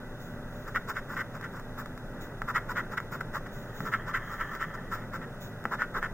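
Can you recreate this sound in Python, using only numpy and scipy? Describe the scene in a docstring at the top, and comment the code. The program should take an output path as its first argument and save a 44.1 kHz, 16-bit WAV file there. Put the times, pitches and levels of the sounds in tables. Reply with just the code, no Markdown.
"""A room hums and rumbles, and a hand brushes over paper; then a coin scrapes the coating off a paper ticket
on a table, in short bursts of back-and-forth strokes. Its edge sticks and slips, which rattles the card,
while the coating crumbles with a fine hiss; now and then the coin taps down. Skin sliding on paper is
filtered noise, and the hand bumps the table softly. A close stereo microphone adds its own hiss."""
import sys
import numpy as np
from scipy import signal
from scipy.fft import rfft, irfft
from scipy.io import wavfile

SR = 44100
rng = np.random.default_rng(int(sys.argv[2]) if len(sys.argv) > 2 else 0)


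def pcm_store(signal):
    """Save signal as 16-bit PCM."""
    levels = np.round(np.clip(np.atleast_2d(signal), -1, 1) * 32767)
    wavfile.write(sys.argv[1], SR, levels.astype(np.int16).T)


N = 270597
T = np.arange(N) / SR  # time in seconds

# Broad tone of the card on the table. Each row: frequency in Hz, level in dB.
CARD = [(200, -24.5), (500, -10.5), (750, -20), (1000, -4.5), (1400, 0.5), (1650, -3.5), (2000, -7),
        (2200, -14.5), (2420, -27), (2580, -26), (3100, -28), (3450, -35.5), (3900, -53.5)]
# Polarity of the difference signal at the two microphone ports. Each row: one port's sign.
SIDES = np.array([[1], [-1]])


def undb(db):
    """Decibels to gain."""
    return 10 ** (np.asarray(db) / 20)


def unit(x):
    """Scale to rms 1."""
    return x / np.sqrt(np.mean(x ** 2))


def noise():
    """White noise of rms about 1."""
    return rng.standard_normal(N)


def walk(rate):
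    """Random drift with spread 1, in straight lines between `rate` random values per second."""
    knots = rng.standard_normal(4096)
    # interpolation shrinks the spread; the last factor restores it
    return np.interp(T * rate, np.arange(len(knots)), knots) * np.sqrt(3 / 2)


def response(points, modes=(), tilt_db=0, size=4096):
    """Causal impulse response of unit energy: a broad spectrum, resonances and a tilt across the mid range."""
    hz = np.maximum(np.arange(size // 2 + 1) * SR / size, 1)
    at, db = np.transpose(points)
    broad_db = np.interp(np.log(hz), np.log(at), db)
    tilt = tilt_db / 2 * np.tanh(np.log2(hz / 1550) / 0.61)
    gain = undb(broad_db + tilt)
    gain = gain * (1 + sum(undb(d) / (1 + (2 * (hz - f) / w) ** 2) for f, w, d in modes))
    # roll off beyond both ends of the curve
    gain = gain * np.minimum(hz / at[0], 1) ** 2 * np.minimum(at[-1] / hz, 1) ** 4
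    # folding the cepstrum gives minimum phase, so the energy comes early
    cepstrum = irfft(np.log(gain))
    cepstrum[1:size // 2] *= 2
    cepstrum[size // 2 + 1:] = 0
    h = irfft(np.exp(rfft(cepstrum)))
    return h / np.sqrt(np.sum(h ** 2))


def ring(x, h):
    """Pass a force or a sound through a response."""
    return signal.fftconvolve(x, h)[:N]


def grains(rate, spread_db):
    """Clicks at random times, `rate` per second on average and of uneven size, scaled to rms 1."""
    hits = rng.random(N) < rate / SR
    sizes = undb(spread_db * np.clip(noise(), -2, 2))
    return unit(hits * np.sign(noise()) * sizes)


def pressure(t, peak, rise, fall, sharpness=1.47):
    """One push: it bears down, peaks and lets up."""
    ramp = np.interp(t, [peak - rise, peak, peak + fall], [0, 1, 0])
    return np.sin(np.pi / 2 * ramp) ** sharpness


def stick_slip(slip_hz, uneven, spread_db, count=8000):
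    """The edge catches and lets go at uneven intervals; a longer hold tends to a harder release."""
    chance = np.clip(rng.standard_normal((count, 2)), -2, 2)
    hold = np.exp(uneven * chance[:, 0])  # in median holds
    at = (np.cumsum(hold) * SR / slip_hz).astype(int)
    size = np.sqrt(hold) * undb(spread_db * chance[:, 1])
    return unit(np.bincount(at[at < N], size[at < N], N))


def scraping(crumbs):
    """Slips rattle the card and shed flakes of coating; returns the shared sound and the fine grit."""
    # The coin scrubs to and fro. Each row: hardest point in seconds, length in seconds, force in dB,
    # direction (1 push, -1 pull).
    strokes = [(.683, .045, -40, 1), (.762, 0.047, -29, -1), (0.898, 0.063, -34, 1),
               (0.973, 0.063, -34, -1), (1.118, 0.097, -40, 1), (1.177, 0.045, -32.5, -1),
               (1.206, 0.042, -31, -1), (1.354, 0.058, -42.5, 1), (1.443, 0.058, -37.5, -1),
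               (1.56, 0.12, -47.5, 1), (1.797, 0.071, -39.5, 1), (2.494, 0.062, -33.5, 1),
               (2.564, 0.061, -25.5, -1), (2.706, 0.063, -34.5, 1), (2.781, 0.076, -28.5, -1),
               (2.928, 0.059, -38, 1), (2.979, 0.03, -29.5, -1), (3.138, 0.074, -38.5, 1),
               (3.21, 0.018, -33.5, -1), (3.356, 0.072, -33.5, 1), (3.467, 0.03, -42, -1),
               (3.868, 0.062, -34.5, 1), (3.938, 0.058, -28, -1), (4.089, 0.076, -36, 1),
               (4.157, .063, -28, -1), (4.326, 0.095, -40.5, 1), (4.412, 0.054, -33.5, -1),
               (4.54, 0.1, -40.5, 1), (4.621, 0.075, -33, -1), (4.748, 0.031, -39.5, 1),
               (4.937, 0.081, -34, 1), (4.997, 0.14, -49, -1), (5.149, 0.067, -38, 1),
               (5.228, .06, -45, -1), (5.731, 0.063, -31, 1), (5.813, 0.082, -31.5, -1),
               (5.967, 0.079, -32, 1), (6.042, 0.067, -32.5, -1)]
    # The coin works across the ticket, column by column. 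Each row: start in seconds,
    # main resonance in Hz, upper resonance in Hz before the push-pull shift, brightness in dB.
    columns = [(0, 1444, 1794, -0.5), (2.35, 1412, 1880, -0.5), (3.7, 1330, 1810, 3.5),
               (5.55, 1434, 1750, 0)]
    # How strongly the scraping hisses over time. Each row: time in seconds, level in dB.
    hiss_level = [(.68, -1.5), (.88, 2), (1.45, -0.5), (1.8, 4), (2.5, -1.5), (2.95, -1), (3.14, 3.5),
                  (3.87, -2.5), (4.6, -1), (4.93, 1), (5.15, -1), (6, -4.5)]
    rise_share = 0.45  # part of a stroke spent bearing down
    # a push shaves the coating, dull and hissy; a pull digs the rim in, brighter and higher
    push_hiss_db, pull_bright_db, pull_raise = 2.5, 8.5, 0.02
    # crumbling at the usual force, before the mix, and its dB per dB of force
    hiss_db, usual_force_db, hiss_growth = -56.5, -34.5, 0.88
    # strength of the two resonances; a pull rings the main one harder
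    main_db, pull_ring_db, upper_db = 0, 2, -1.5

    slips = stick_slip(slip_hz=794.0, uneven=.55, spread_db=0.4)
    # thick and thin patches of coating, each crossed in a few milliseconds
    patches = undb(2.37 * np.clip(walk(300), -1.5, 1.5))
    friction = (slips + undb(-8.5) * noise()) * patches
    rasp, force, shed = np.zeros((3, N))
    for peak, length, force_db, way in strokes:
        column = sum(peak > row[0] for row in columns[1:])
        _, main_hz, upper_hz, bright_db = columns[column]
        level_db = np.interp(peak, *np.transpose(hiss_level))
        rise, fall = length * rise_share, length * (1 - rise_share)
        # leave room for the card to ring on
        span = slice(int((peak - rise) * SR), int((peak + fall) * SR) + 2048)
        press = pressure(T[span], peak, rise, fall)
        push = press * undb(force_db)
        # the card's resonances depend on where and how steeply the coin presses it
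        modes = [(main_hz, 80, main_db - way * pull_ring_db),
                 (upper_hz * (1 - way * pull_raise), 90, upper_db)]
        card = response(CARD, modes, tilt_db=bright_db - way * pull_bright_db)
        rasp[span] += signal.fftconvolve(friction[span] * push, card)[:len(press)]
        force[span] += push
        crumble_db = hiss_db + hiss_growth * (force_db - usual_force_db)
        shed[span] += press * undb(crumble_db + way * push_hiss_db + level_db)
    # flakes break off just after each slip
    burst = np.sqrt(np.abs(ring(slips ** 2, np.exp(-T[:1024] / 0.0017))))
    grit = [unit(grains(7000, 6.4) * (unit(burst) + 0.32)) * shed for _ in range(2)]
    # the mix of coarse and fine flakes, split at 9 kHz, keeps changing
    flakes = ring(grit[0], crumbs)
    coarse = signal.sosfiltfilt(signal.butter(3, 9000, fs=SR, output="sos"), flakes)
    fine = flakes - coarse
    flakes = coarse * undb(2 * walk(60)) + fine * undb(2 * walk(60))
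    return undb(0.22) * rasp + undb(1.5) * flakes, grit[1] + undb(-19.5) * friction * force


def tapping(card, crumbs):
    """Each touch knocks the card and the table and makes a brief tick of metal on paper."""
    # The coin touches down or catches. Each row: time in seconds, knock in dB,
    # thud of the table in dB, both before the mix.
    taps = [(1.411, -28, -60), (1.597, -30, -60), (1.859, -26.5, -60), (1.977, -29, -60),
            (2.4186, -16.5, -29), (2.559, -15, -50), (3.002, -21.5, -44), (3.211, -20.5, -38),
            (3.805, -22, -29), (4.411, -22, -50), (4.551, -21, -53), (4.61, -26, -52), (5.161, -25.5, -50),
            (5.6404, -30, -60), (5.654, -12.5, -20), (5.82, -13.5, -41), (6.028, -15, -55)]
    # Tone of the table under a tap. Each row: frequency in Hz, level in dB.
    table_tone = [(130, -17), (240, 17), (330, -10), (500, -4), (800, 11), (1100, 0.5), (1800, -2.5)]
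    # tick under a full-scale knock, before the mix, and its dB per dB of knock
    tick_db, tick_growth = -36.5, 0.26

    knock, tick, thud = np.zeros((3, N))
    for s, knock_db, thud_db in taps:
        at = int(s * SR)
        knock[at] += undb(knock_db)
        tick[at] += undb(tick_db + tick_growth * knock_db)
        thud[at] += undb(thud_db)
    table = response(table_tone)
    # hard metal gives each knock a snap above the card's resonances
    metal = response([(2300, 13), (3000, 3), (4000, -9.0), (5500, 0), (7000, -20), (9000, -35),
                      (13500, -11), (15500, -19)])
    snap = undb(-25) * ring(knock, metal)
    body = undb(-2.5) * ring(knock, card / np.abs(card).max())
    body = body + undb(-2.5) * ring(thud, table / np.abs(table).max())
    crush = ring(tick, np.exp(-T[:1024] / 0.0029))
    return body + snap + undb(-8.0) * ring(crush * noise(), crumbs), undb(-2.0) * crush * noise()


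def dragging():
    """The coin's rim rubs lightly over card that is already bare, in random grains."""
    # The coin stays down between strokes. One row: hardest point in seconds, rise in seconds,
    # fall in seconds, level in dB before the drift.
    drag = (4.5, 1.15, 0.56, -46.5)
    # Tone of the drag. Each row: frequency in Hz, level in dB.
    drag_tone = [(900, -10), (1280, 1), (1500, -10), (1780, 5), (2050, -7), (2350, -32), (2800, -26),
                 (3250, -16), (3700, -52)]
    peak, rise, fall, db = drag
    level = pressure(T, peak, rise, fall) * undb(db + 2.3 * walk(30))
    return ring(grains(2500, 5.3) * level, response(drag_tone))


def sliding(card, rise=0.17):
    """The hand shifts with a quick push and comes slowly to rest; skin hisses and rubs on the paper."""
    # Skin slides over the paper. Each row: start in seconds, length in seconds, hiss in dB, rub in dB.
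    slides = [(0.178, 0.2, -59, -75), (0.478, 0.48, -62.5, -63), (2.199, 0.097, -54, -59),
              (3.495, 0.28, -58, -72), (3.723, 0.31, -55, -54), (4.177, 0.65, -60.5, -47.5),
              (5.399, 0.12, -52, -68)]
    # Tone of skin on paper. Each row: frequency in Hz, level in dB.
    skin = [(2500, 2.5), (4000, -25), (5200, -1), (6000, 3), (6900, 9.5), (8000, -7), (10000, -14),
            (12000, 1), (14200, 1), (15600, 9.5)]
    hiss, rub = np.zeros((2, N))
    for start, length, hiss_db, rub_db in slides:
        speed = np.interp((T - start) / length, [0, rise, 1], [0, 1, 0])
        hiss += speed * undb(hiss_db)
        rub += speed * undb(rub_db)
    shared = ring(hiss * noise(), response(skin)) + ring(rub * grains(2500, 2.3), card)
    return shared, hiss * noise()


def bumping():
    """Soft flesh on the table makes only low sound."""
    # The side of the hand bumps the table. 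Each row: peak in seconds, rise in seconds,
    # fall in seconds, level in dB.
    bumps = [(3.845, 0.091, 0.076, -38.5), (4.31, 0.028, 0.043, -57), (4.685, 0.037, 0.011, -42.5),
             (4.89, 0.03, 0.028, -48)]
    push = sum(pressure(T, s, rise, fall) * undb(db) for s, rise, fall, db in bumps)
    return ring(push * noise(), response([(110, -3), (165, 2.0), (280, -10), (450, -8)]))


def reflections(x, wet_db, t60, near_db, near_t60):
    """Scatter from the hand and table within milliseconds, then a faint room tail."""
    t = T[:SR // 2]
    out = x
    # both tails are driven by the direct sound alone
    for delay, db, decay in ((.004, near_db, near_t60), (.012, wet_db, t60)):
        tail = rng.standard_normal(len(t)) * (t > delay) * np.exp(-np.log(1000) * t / decay)
        out = out + undb(db) * ring(x, tail / np.sqrt(np.sum(tail ** 2)))
    return out


def background():
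    """Room noise, rumble and a wavering hum reach both ports alike; part of the hiss differs between them."""
    # Tone of the steady room noise. Each row: frequency in Hz, level in dB.
    room_tone = [(85, -15), (115, 2), (180, 0), (245, -5), (290, -8.5), (570, -7.5), (720, -12.5),
                 (1100, -17), (1500, -10), (1800, -19), (1960, -19.5), (2150, -32.5), (2600, -31),
                 (3800, -53)]
    # Resonances in the room noise. Each row: frequency in Hz, width in Hz, dB over the broad response.
    room_modes = [(880, 14, -6), (1967, 58, 2.5)]
    # Deep rumble of the room. Each row: frequency in Hz, level in dB.
    rumble_tone = [(12, -9), (25, 0), (38, -14.5), (55, -21), (72, -15), (95, -20.5), (160, -52)]
    # Hum of an appliance. Each row: frequency in Hz, level in dB, both before their drift.
    hum_partials = [(111, -52.5), (222, -58), (250, -56), (392, -60), (591, -60)]
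    # Microphone hiss shared by the ports. Each row: frequency in Hz, level in dB.
    hiss_tone = [(2600, -25), (4000, -7.5), (5300, 5.5), (5900, -2), (6230, 9.5), (6600, 0), (7100, 4.5),
                 (7800, -1.5), (12000, -2), (14000, 1), (15600, 1.5)]
    # Microphone hiss that differs between the ports. Each row: frequency in Hz, level in dB.
    hiss_apart = [(25, 26.5), (120, 9), (600, 3), (1400, -9), (1950, 4), (2200, -1), (3100, 2.5),
                  (3650, 11.5), (4500, -4), (7000, -4), (12000, -7.5), (15600, -5)]
    # A thin whistle in that hiss. Each row: frequency in Hz, width in Hz, dB over the broad response.
    whistle = [(12650, 130, 5)]

    swell = undb(.7 * walk(5))
    room = undb(-43.0) * swell * ring(noise(), response(room_tone, room_modes))
    rumble = undb(-45.5 + 1.0 * walk(4.0)) * ring(noise(), response(rumble_tone, size=16384))
    hum = np.zeros(N)
    for hz, db in hum_partials:
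        phase = 2 * np.pi * np.cumsum(hz + 2.59 * walk(14)) / SR
        hum += undb(db + 2 * walk(6)) * np.sqrt(2) * np.sin(phase)
    hiss = undb(-67.0) * ring(noise(), response(hiss_tone))
    apart = undb(-58.5) * ring(noise(), response(hiss_apart, whistle))
    return room + rumble + hum + hiss + SIDES * apart


def scene():
    """Coin and hand on the card, close to the microphone; their fine grit and hiss spread between the ports."""
    # Resonances of the card under a tapping coin or a hand. Each row: frequency in Hz, width in Hz,
    # dB over the broad response.
    card_modes = [(1320, 100, -5.5), (1780, 87, -8)]
    # Tone of the crumbling coating. Each row: frequency in Hz, level in dB.
    crumb_tone = [(2500, 7), (3900, -28), (4600, -2), (5250, 6.5), (5900, -2.5), (7000, 3.5), (8000, -4.5),
                  (10000, -16.5), (11600, -6), (12500, -12), (13500, 4), (14600, -5), (15100, 6),
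                  (15800, -4.5)]
    # Tone of what differs between the two ports. Each row: frequency in Hz, level in dB.
    apart_tone = [(1150, -22), (1850, 4), (2300, -4.5), (3200, -5), (3650, 7), (4400, -8), (5800, -9.5),
                  (7200, -7), (8500, -10), (9900, -11), (10800, -11), (13200, -21), (14800, -8),
                  (15600, -11)]
    # Resonances in that difference. Each row: frequency in Hz, width in Hz, dB over the broad response.
    apart_modes = [(4900, 300, -2), (6700, 300, -9), (7960, 250, -6), (12650, 280, 4)]

    card, crumbs = response(CARD, card_modes), response(crumb_tone)
    shared, grit = np.sum([scraping(crumbs), tapping(card, crumbs), sliding(card)], axis=0)
    shared = shared + dragging() + bumping()
    apart = undb(-1.0) * ring(grit, response(apart_tone, apart_modes))
    space = dict(wet_db=-16.5, t60=0.35, near_db=-12.5, near_t60=0.026)  # levels in dB, decays in seconds
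    mid = reflections(shared, **space)
    side = reflections(apart, **space)
    return mid + SIDES * side + background()


def record(dry):
    """The recorder cuts the top: a steep elliptic low-pass at 15.9 kHz."""
    return signal.sosfilt(signal.ellip(10, .2, 70, 15900, fs=SR, output="sos"), dry)


dry = scene()
out = record(dry)
pcm_store(out)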